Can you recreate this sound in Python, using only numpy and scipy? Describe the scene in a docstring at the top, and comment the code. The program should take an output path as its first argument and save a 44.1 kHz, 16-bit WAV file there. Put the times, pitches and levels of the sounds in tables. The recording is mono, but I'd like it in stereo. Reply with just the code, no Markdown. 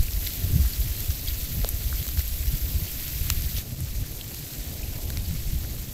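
"""Storm wind and sleet at night

Wind buffets the two microphone openings (ports) of a small camera: a lumpy rumble with single thumps.
Driven ice pellets hiss on everything near, and some tick on the housing beside one port. Some strikes
ring briefly, at times together with a tick. After about 3.6 s the camera is in a more sheltered place
and the hiss drops."""
import sys
import numpy as np
from scipy import signal
from scipy.fft import rfft, irfft
from scipy.io import wavfile
from scipy.ndimage import uniform_filter1d

SR = 44100
rng = np.random.default_rng(int(sys.argv[2]) if len(sys.argv) > 2 else 0)


def persist_wave(psi):
    """Save psi, clipped to +-1, as 16-bit WAV."""
    counts = np.round(np.clip(psi, -1, 1) * 32767).astype(np.int16)
    wavfile.write(sys.argv[1], SR, np.atleast_2d(counts).T)


N = 261513  # samples, about 5.9 s
PORT_LAG = 22  # samples that sound needs to reach the far port


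def gain(db):
    """Turn decibels into a number to multiply by."""
    return 10 ** (np.asarray(db) / 20)


def unit_power(x):
    """Scale a signal to an average power of 1."""
    return x / np.sqrt(np.mean(x ** 2) + 1e-20)


def at_pitch(table, hz):
    """Read a table's columns at these frequencies, gliding between rows."""
    pitches, *columns = np.transpose(table)
    return np.array([np.interp(np.log(hz + 1), np.log(pitches + 1), c) for c in columns])


def at_time(table, t):
    """Read a table's columns at these times, gliding between rows."""
    times, *columns = np.transpose(table)
    return [np.interp(t, times, c) for c in columns]


def sides(pan_db):
    """Left and right gains: the far port is turned down."""
    return gain(np.minimum(0, np.array([pan_db, -pan_db])))


def add(mix, start_s, sound):
    """Mix a sound in at its start time."""
    part = mix[:, max(round(start_s * SR), 0):][:, :sound.shape[1]]
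    part += sound[:, :part.shape[1]]


def lumpy_noise(tone, likeness, size, lumps_db, bins, frames):
    """Partly alike left and right noise with random loud spots, `bins` tall and `frames` long."""
    hz = np.fft.rfftfreq(size, 1 / SR)
    a, b, c, d, lumps = rng.standard_normal((4 * N // size + 6, len(hz), 5)).T
    lumps = unit_power(uniform_filter1d(uniform_filter1d(lumps, bins, 0), frames, 1))
    alike = np.clip(likeness(hz), -1, 1)[..., None]
    left, unrelated = a + 1j * b, c + 1j * d
    spectra = np.array([left, alike * left + np.sqrt(1 - alike ** 2) * unrelated])
    spectra *= gain(at_pitch(tone, hz)[0][:, None] + lumps_db * lumps)
    spectra[:, hz >= tone[-1][0]] = 0  # silent above the table's last row
    return unit_power(signal.istft(spectra, nperseg=size, noverlap=3 * size // 4)[1][:, :N])


# Slow changes in the wind: (time [s], rumble level [dB], roar level [dB])
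WIND_STRENGTH = [(0.0, -15.5, -53), (0.08, -38, -50), (0.21, -28, -47.5), (0.3, -39.5, -50),
                 (0.51, -28, -47), (0.68, -31, -51), (0.83, -32.5, -48.5), (1.32, -33.5, -50),
                 (1.45, -33.5, -50), (1.78, -33, -47.5), (2.23, -34.5, -52), (2.48, -32, -50),
                 (2.69, -34, -48), (2.94, -38, -49), (3.07, -35, -51.5), (3.4, -31, -50),
                 (3.53, -36, -49.5), (3.8, -44, -49.5), (3.93, -31.5, -51), (4.11, -38.5, -48),
                 (4.41, -41.5, -50), (4.64, -45, -47.5), (4.79, -36, -46), (5.04, -32, -45),
                 (5.47, -32, -51.5), (5.65, -28, -47), (5.93, -51, -49)]
# Quick gusts across a port: (time [s], flutter level [dB], lean to the left [dB, used at 0.8 times])
GUSTS = [(0.0, -39, -4), (0.03, -43, -7), (0.13, -42, 10), (0.2, -47, -11), (0.36, -36, 2),
         (0.43, -35.5, -17), (0.48, -29.5, -13), (0.58, -25.5, -17), (0.64, -37, -4), (0.78, -40, -6),
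         (0.86, -36.5, -6), (0.91, -44, -3), (1.02, -39, 4), (1.07, -44, 9), (1.25, -41, 9.5),
         (1.32, -50, -1.5), (1.42, -39, -13), (1.45, -38.5, -10), (1.6, -33.5, -16), (1.65, -46, -15),
         (1.77, -43, -10), (1.83, -41, -6.5), (1.9, -37, 9), (1.95, -36.5, -13), (2.06, -40.5, -12),
         (2.11, -38.5, -1), (2.18, -34, 5), (2.21, -43.5, -11), (2.51, -41.5, -11), (2.54, -33.5, -7),
         (2.59, -40, -4), (2.69, -40.5, -6), (2.76, -36, 4), (2.84, -31.5, 1.5), (2.87, -42, -0.5),
         (2.96, -42, -5), (3.34, -36, -7), (3.45, -38, -9), (3.6, -35.5, -2), (3.65, -41.5, 16),
         (3.71, -33, 16), (3.76, -37, 2), (3.83, -34, 13), (3.88, -44, -7), (3.96, -36, -6.5),
         (4.01, -36.5, -0.5), (4.08, -42, 0), (4.23, -39.5, -12), (4.36, -48, -19), (4.39, -34, -6),
         (4.49, -49.5, -11), (4.56, -41, 0), (4.84, -38.5, 6), (4.94, -40.5, -1), (5.02, -40.5, -5),
         (5.2, -33.5, 6), (5.24, -41, 13), (5.32, -25.5, 0), (5.38, -39.5, 3), (5.4, -37, -2),
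         (5.55, -33, 8), (5.6, -36.5, 0.0), (5.93, -39.5, 2)]
# The tone of each wind noise: (frequency [Hz], relative level [dB])
RUMBLE_TONE = [(12, -13), (28, 19), (45, 9), (62, 9.5), (90, 6.5), (130, -32)]
FLUTTER_TONE = [(60, -9.5), (100, 16), (140, 7), (200, -3.5), (280, -7.5), (420, -19), (600, -33)]
ROAR_TONE = [(150, -23), (240, 0), (330, -6), (450, -9), (650, -9.5), (1000, -21), (1500, -22), (2200, -51)]
# How alike the roar is at both ports: (frequency [Hz], likeness [1 same, -1 opposite])
ROAR_LIKENESS = [(130, 0.97), (300, 1), (650, 0.7), (1000, 0.7), (1400, -0.8)]

def wind():
    """Broad swirls of air rumble at both ports, small ones flutter at one, and air further off roars."""
    t = np.arange(N) / SR
    rumble_db, roar_db = at_time(WIND_STRENGTH, t)
    flutter_db, lean_db = at_time(GUSTS, t)
    rumble = lumpy_noise(RUMBLE_TONE, lambda hz: .85, size=2048, lumps_db=2, bins=3, frames=3)
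    flutter = lumpy_noise(FLUTTER_TONE, lambda hz: .75, size=1024, lumps_db=3, bins=4, frames=3)
    roar = lumpy_noise(ROAR_TONE, lambda hz: at_pitch(ROAR_LIKENESS, hz)[0],
                       size=1024, lumps_db=1, bins=18, frames=6)
    flutter *= gain(flutter_db + lean_db * np.array([[.4], [-.4]]))
    return gain(rumble_db) * rumble + flutter + gain(roar_db) * roar


def patter(per_s, spread_db, cycles):
    """Tiny pellets of many sizes each ring for a few cycles; each port hears different ones."""
    strength = gain(spread_db * np.minimum(rng.exponential(1, (2, N)), 4))
    hits = strength * (rng.random((2, N)) < per_s / SR)
    pitches = np.geomspace(1200, 15000, 14)
    kind = rng.choice(len(pitches), (2, N), p=pitches / pitches.sum())
    out = np.zeros((2, N))
    for k, hz in enumerate(pitches):
        t = np.arange(int(2 * cycles * SR / hz)) / SR
        grain = np.sin(2 * np.pi * hz * t) * t * np.exp(-t * hz / cycles * 4.7)
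        out += signal.oaconvolve(hits * (kind == k), grain[None] / np.linalg.norm(grain), axes=1)[:, :N]
    return unit_power(out)


# How hard the sleet falls:
# (time [s], hiss level before SWELL_STRETCH [dB], left minus right [dB], boost from coarse pellets [dB])
SLEET_STRENGTH = [(0, -37, -1, 0), (.04, -36.5, -1, -0.5), (.2, -36.5, 1.5, 0), (.27, -35.5, -1, 2),
                  (.31, -36.5, 1, 1.5), (.66, -36.5, -0.5, 0), (.73, -36, -0.5, 0.5), (.8, -36, -0.5, -1),
                  (1.1, -36, -1, -0.5), (1.25, -36.5, -2, -1), (1.285, -35.5, -0.5, 3),
                  (1.32, -36.5, -1, 0.5), (1.55, -36, 0.5, -1.5), (1.75, -37, 1, 0.5),
                  (2.06, -35.5, -1, -1.5), (2.16, -36.5, 1, -1.5), (2.195, -35.5, -1, 3.5),
                  (2.23, -36.5, 0, -1), (2.6, -36, -0.5, -1), (2.85, -36, -1, -1.5), (3.2, -36, -.5, 0),
                  (3.4, -36.3, -.5, 0), (3.55, -36.5, -1, 0), (3.585, -35.5, -4.5, 2),
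                  (3.65, -39.5, 0.5, -1), (3.78, -40, -0.5, 2), (3.9, -39, 0, 1.5), (4.21, -39, 0, 1),
                  (4.5, -38, -1, 0.5), (5.05, -39, -0.5, 1.5), (5.4, -38.5, -1, 1), (5.7, -38.5, 0, 1),
                  (5.93, -39.5, 1, 0.5)]
# How much the hiss's rises and dips in dB are enlarged: (frequency [Hz], stretch [times])
SWELL_STRETCH = [(1000, 1.2), (3000, 2.3), (8000, 1.57), (14000, 2.65)]
# The tone each port gives the ice: (frequency [Hz], left relative level [dB], right relative level [dB])
PORT_TONE = [(600, -32, -30), (1000, -21, -19), (1400, -19, -16), (2000, -18, -11), (2800, -17, -9),
             (3600, -14, -9), (4600, -14, -7), (5600, -11, -10), (7600, -8, -13), (8600, -12, -17),
             (9600, -13, -22), (10400, -10, -17), (11500, -6, -11), (12900, 0, -10.5), (14000, -4.5, -13.5),
             (15200, -5, -14)]
# The hiss dies away in the highest treble: (frequency [Hz], level change [dB])
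TREBLE_FADE = [(15400, 0), (15650, -5), (15850, -55)]

def sleet(near_share=.33, coarse_hz=3300):
    """Far pellets merge into a hiss while near ones stay grainy; each port shapes their tone."""
    near = np.sqrt(near_share) * patter(per_s=2500, spread_db=1.5, cycles=4.3)
    far = np.sqrt(1 - near_share) * rng.standard_normal((2, N))
    pellets = near + far
    pellets[1] += .1 * np.roll(pellets[0], PORT_LAG)  # a little of the left reaches the right port
    slicing = dict(nperseg=512, noverlap=384)
    hz, t, spectra = signal.stft(pellets, SR, **slicing)  # indexed by port, frequency, time
    level_db, pan_db, coarse_db = at_time(SLEET_STRENGTH, t)
    clumps = uniform_filter1d(rng.standard_normal((len(t), 2)), 4, 0)  # pellets land in clumps
    patches = rng.standard_normal((len(t), len(hz), 2)).T  # the tone flickers too
    patches = uniform_filter1d(uniform_filter1d(patches, 20, 1), 10, 2)
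    flicker_db = 1.1 * (unit_power(clumps).T[:, None] + unit_power(patches))
    tone_db = at_pitch(PORT_TONE, hz) + at_pitch(TREBLE_FADE, hz)
    spectra *= gain(tone_db[:, :, None] + flicker_db)
    mono = signal.istft(spectra.mean(0), **slicing)[1]
    spectra /= np.sqrt(np.mean(mono ** 2))
    coarse_band = np.exp(-np.log((hz[:, None] + 1) / coarse_hz) ** 2 / 1.9)  # coarse pellets sound lower
    swell_db = at_pitch(SWELL_STRETCH, hz)[0][:, None] * (level_db - level_db.mean())
    side_db = np.array([.5, -.5])[:, None, None] * pan_db
    spectra *= gain(level_db.mean() + swell_db + coarse_db * coarse_band + side_db)
    return signal.istft(spectra, **slicing)[1][:, :N]


# Large swirls of air that press on both ports:
# (middle time [s], level [dB], pitch [Hz], length of the loud part [ms], left minus right [dB])
THUMPS = [(0.009, -25, 54.4, 7.5, 0), (0.05, -25, 49.5, 19, -1), (0.094, -26.5, 68.6, 20.6, 1),
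          (0.164, -24, 49.1, 58, 0), (0.264, -26.5, 57.5, 30, -3), (0.447, -21.5, 72, 17.3, -6),
          (0.491, -30, 90, 24, 1), (0.547, -20, 76, 11.7, 5), (0.609, -16, 70, 28.6, -4),
          (0.653, -20, 56, 47, 1), (0.807, -21, 54.3, 45, 1), (0.862, -28, 106, 10.3, -4),
          (0.915, -28.5, 61.4, 27.5, 2), (0.999, -31, 94, 26, -3), (1.1, -18.5, 71.5, 19, -4),
          (1.286, -28.5, 48.6, 33.7, -10), (1.333, -24.5, 61, 29, 5), (1.441, -28.5, 52, 16, 2),
          (1.575, -25, 60, 19.6, -4), (1.6, -22, 77, 18, -8), (1.628, -23.5, 37.7, 29.5, -7),
          (1.641, -24.5, 50, 11, 4), (1.744, -23, 69.6, 12.6, 1), (1.768, -26, 48, 19.6, 2),
          (1.827, -32, 50, 22, -4), (1.864, -20.5, 53, 20.7, -1), (1.935, -25, 63.8, 52, -3),
          (2.0, -25, 71, 13.3, -5), (2.088, -30, 60, 35, 2), (2.189, -17, 70.5, 20.8, 3),
          (2.281, -24.5, 45.2, 18.4, -2), (2.321, -32, 52, 16, 4), (2.411, -22.5, 57, 15.6, -1),
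          (2.483, -20, 56, 28, 2), (2.55, -22.5, 38.2, 26, 2), (2.632, -22, 49.7, 28, -1),
          (2.759, -18, 67.6, 21.3, 5), (2.785, -24, 36, 10.5, 9), (2.827, -23.5, 76, 12, 0),
          (2.99, -33, 40, 17, 0), (3.161, -29, 69, 9.7, 1), (3.218, -21.5, 69, 16, 3),
          (3.254, -35, 95, 14, -13), (3.318, -20, 62.3, 19, -2), (3.377, -36, 67, 17, 0),
          (3.418, -29.5, 61, 29, 2), (3.466, -22, 54.7, 19, 1), (3.561, -25.5, 53.2, 48, -1),
          (3.59, -33, 81, 25, -3), (3.73, -26.5, 106, 16, 9), (3.815, -27, 94, 17, 5),
          (3.842, -28.5, 91, 15, 14), (3.98, -28.5, 45.2, 39, 3), (4.025, -23.5, 77.5, 15, 0),
          (4.116, -29.5, 48, 15, 2), (4.606, -29, 47.3, 36, 0), (4.68, -30.5, 70.6, 23.5, -2),
          (4.8, -33.5, 44, 18, 5), (4.842, -27.5, 57.5, 22, 1), (4.887, -26.5, 62, 10.5, 3),
          (4.959, -28.5, 96, 10.2, 2), (5.085, -26.5, 68, 10.7, -3), (5.162, -27.5, 65.4, 12.3, 0),
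          (5.196, -23, 71, 16.8, 3), (5.293, -30, 76.5, 20, 8), (5.361, -33, 102, 13.6, 0),
          (5.394, -29.5, 65, 12.5, 7), (5.467, -24.5, 53.3, 27, 1), (5.529, -25, 65.5, 12.7, 2),
          (5.56, -27.5, 32, 27, 0), (5.58, -24, 57, 12, 1.5), (5.799, -29, 45.7, 30, 0),
          (5.9, -32, 45, 18, 0)]

def thumps():
    """Each large swirl makes a few swings of air pressure whose pitch sags."""
    out = np.zeros((2, N))
    for (s, db, hz, ms, pan_db), (phase, sag, lag) in zip(THUMPS, rng.random((len(THUMPS), 3))):
        progress = np.linspace(-1, 1, int(2.077 * ms * SR / 1000))
        port_shift = np.array([[.08], [-.08]]) * (lag - .5)
        turns = np.cumsum(hz * (1 - .6 * sag * progress)) / SR + phase + port_shift
        swing = np.sqrt(2) * np.cos(2 * np.pi * turns) * np.cos(np.pi * progress / 2) ** 2
        add(out, s - len(progress) / 2 / SR, gain(db + np.array([[.5], [-.5]]) * pan_db) * swing)
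    return out


# Pellets that hit the camera housing:
# (time [s], knock level [dB], click level [dB], fizz level [dB], length [ms], left minus right [dB])
HOUSING_HITS = [(0.031, -31, -39, -19, 1.6, 17), (0.135, -50, -25, -34, 1.1, -9),
                (0.203, -46, -39, -25, 0.7, -15), (0.27, -41, -33, -33, 0.9, -21),
                (0.2734, -53, -21, -15, 1.8, 24), (0.3363, -48, -27, -22, 1.5, -13),
                (0.635, -62, -47, -32, 0.9, -2), (1.005, -39, -31, -15, 1.7, 21),
                (1.0058, -34, -42, -25, 0.99, -9), (1.046, -53, -30, -21, 0.92, 18),
                (1.2136, -53, -46, -21, 1.3, 15), (1.283, -50.5, -25, -40, 1.5, -17),
                (1.4123, -41, -26, -27, 1.5, 22), (1.6394, -28.5, -41, -32, 1.3, 9),
                (1.6466, -19, -16, -43, 0.37, 26), (1.6905, -32, -37, -7.5, 2.1, 21),
                (1.9682, -46, -42, -26, 1.5, -15), (2.0282, -48, -24, -32, 1.8, -15),
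                (2.044, -40, -36, -27, 1.5, -15), (2.0672, -30, -25, -23, 0.6, -11),
                (2.0804, -44, -25, -21, 1.5, -19), (2.0891, -33, -22, -25, 2.4, -21),
                (2.1943, -29, -20, -28, 0.42, 24), (2.1956, -31, -34, -40, 1.5, -20),
                (2.2793, -53, -44, -18, 1.2, 15), (2.2803, -51, -41, -25, 0.94, -15),
                (2.479, -50, -43, -20, 1.4, 17), (3.0076, -35, -41, -23, 1.3, -15),
                (3.0805, -42, -26, -23, 0.88, 39), (3.268, -50, -28, -24, 0.7, -15),
                (3.3022, -24, -6, -6, 1.7, 38), (3.305, -55, -17, -32, 0.39, -17),
                (3.422, -51, -29, -20, 1.3, 15), (3.5827, -26, -24, -38, 0.5, -6),
                (3.8058, -39, -33, -36, 1.3, -15), (3.806, -51, -46, -20, 0.51, 7),
                (4.2796, -51, -30, -26, 0.59, -18), (4.3158, -35, -55, -44, 0.37, -26),
                (4.3461, -56, -42, -21, 1.1, 17), (4.3462, -38, -37, -22, 0.55, -11),
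                (5.0331, -52, -47, -25, 1.3, 15), (5.1033, -34, -24, -19.5, 0.7, -19),
                (5.173, -33, -19, -26, 0.4, -16), (5.7408, -43, -47, -33, 0.5, -11)]
# Where the knock, click and fizz lie: (lowest frequency [Hz], highest frequency [Hz])
TICK_BANDS = [(400, 1800), (1800, 7000), (7000, 17000)]

def ticks(size=1024, top_hz=15700):
    """A pellet shatters in about a millisecond; its knock, click and fizz ring through the nearer port."""
    out = np.zeros((2, N))
    hz = np.fft.rfftfreq(size, 1 / SR)
    t_ms = (np.arange(size) - size / 2) * 1000 / SR
    tones = gain(.9 * at_pitch(PORT_TONE, np.maximum(hz, 7000))) / (1 + (hz / top_hz) ** 80)
    for s, *band_db, ms, pan_db in HOUSING_HITS:
        push = (rng.standard_normal(size) - 1) * np.exp(-(2 * t_ms / ms) ** 2)  # one gritty inward push
        crack = rfft(push) * tones[int(pan_db < 0)]
        bands = [irfft(crack / (1 + (lo / (hz + 1)) ** 6) / (1 + (hz / hi) ** 6)) for lo, hi in TICK_BANDS]
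        tick = sum(gain(db) * band / np.linalg.norm(band) for db, band in zip(band_db, bands))
        tick *= np.sqrt(SR / 2000)  # 0 dB has the energy of a full-size tone lasting 1 ms
        late = np.roll(tick, PORT_LAG)
        both = np.array([tick, late] if pan_db > 0 else [late, tick])
        add(out, s - size / 2 / SR, sides(pan_db)[:, None] * both)
    return out


# Brief pitched rings of pellet strikes, some sounding together with a tick on the housing:
# (time [s], level [dB], pitch [Hz], length of the loud part [ms], left minus right [dB])
PELLET_RINGS = [(0.0842, -27.5, 2140, 2, -5), (0.135, -28, 5100, 1.9, -12), (0.2612, -32, 6718, 1.8, -7),
                (0.2663, -38, 2928, 3.3, -2), (0.2699, -27, 4550, 6.3, -7), (0.3244, -30, 2940, 1.8, 6),
                (0.5413, -41, 1370, 1.9, -21), (0.6509, -32.5, 1200, 0.97, -6),
                (0.7351, -26, 4220, 3.3, -12), (0.9339, -39, 2411, 1.9, 5), (1.105, -30, 6160, 4.8, 8),
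                (1.153, -35, 5570, 1.9, -6), (1.2604, -36, 5970, 1.9, -2), (1.277, -27.5, 3300, 4, -8),
                (1.2844, -24.5, 4070, 3.3, -9), (1.291, -26, 3600, 3, -8), (1.616, -29, 2067, 1.4, -4),
                (1.6468, -21, 505, 4.1, 15), (1.928, -29.5, 1370, 1.8, -1), (2.068, -36, 861, 1.9, -10),
                (2.1747, -34, 1378, 1.5, 0), (2.1863, -31, 6029, 3.9, 0), (2.2052, -33, 1930, 5.5, -13),
                (2.8067, -28, 3962, 1.8, 2), (2.8655, -30.5, 1770, 4.6, -3), (2.88, -33.5, 2740, 2.8, -4),
                (2.8981, -37, 2900, 4.8, 17), (3.1354, -34, 2360, 2.6, -4), (3.2718, -34, 1378, 1.6, -15),
                (3.302, -23, 1150, 2.44, 20), (3.3022, -21, 3320, 1.2, 18), (3.4859, -40, 1750, 3.6, -7),
                (4.0417, -39, 1510, 3.5, -11), (4.2122, -29, 3760, 3.3, -5), (4.3153, -30, 2583, 1.6, -3),
                (4.5061, -40, 1540, 2.1, -12), (4.8327, -38, 2756, 7.7, -4), (5.104, -33.5, 1480, 3.1, -14),
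                (5.173, -27, 2400, 1.5, -18), (5.6475, -38, 1900, 4, 3)]

def rings():
    """A pellet makes whatever it strikes ring briefly; the pitch wavers as the ice breaks."""
    out = np.zeros((2, N))
    for s, db, hz, ms, pan_db in PELLET_RINGS:
        phase, lag, *bends = rng.standard_normal(10)
        age = np.arange(int(3 * ms * SR / 1000)) * 1000 / SR / ms  # runs from 0 to 3
        wobble = 1 + .17 * np.interp(age, np.linspace(0, 3, len(bends)), bends)
        turns = np.cumsum(hz * wobble) / SR + phase + lag * np.array([[.18], [-.18]])
        ring = 3 * age * np.exp(1 - 3 * age) * np.sin(2 * np.pi * turns)
        add(out, s - .4 * ms / 1000, np.sqrt(2) * gain(db) * sides(pan_db)[:, None] * ring)
    return out


def scene():
    """Wind and ice together, in stereo."""
    return wind() + thumps() + sleet() + ticks() + rings()


def record(dry):
    """Clip any peak beyond full scale, then remove the very highest treble."""
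    low_pass = signal.firwin(511, cutoff=16500, window=("kaiser", 9), fs=SR)
    return signal.oaconvolve(np.clip(dry, -1, 1), low_pass[None], "same", axes=1)


dry = scene()
out = record(dry)
persist_wave(out)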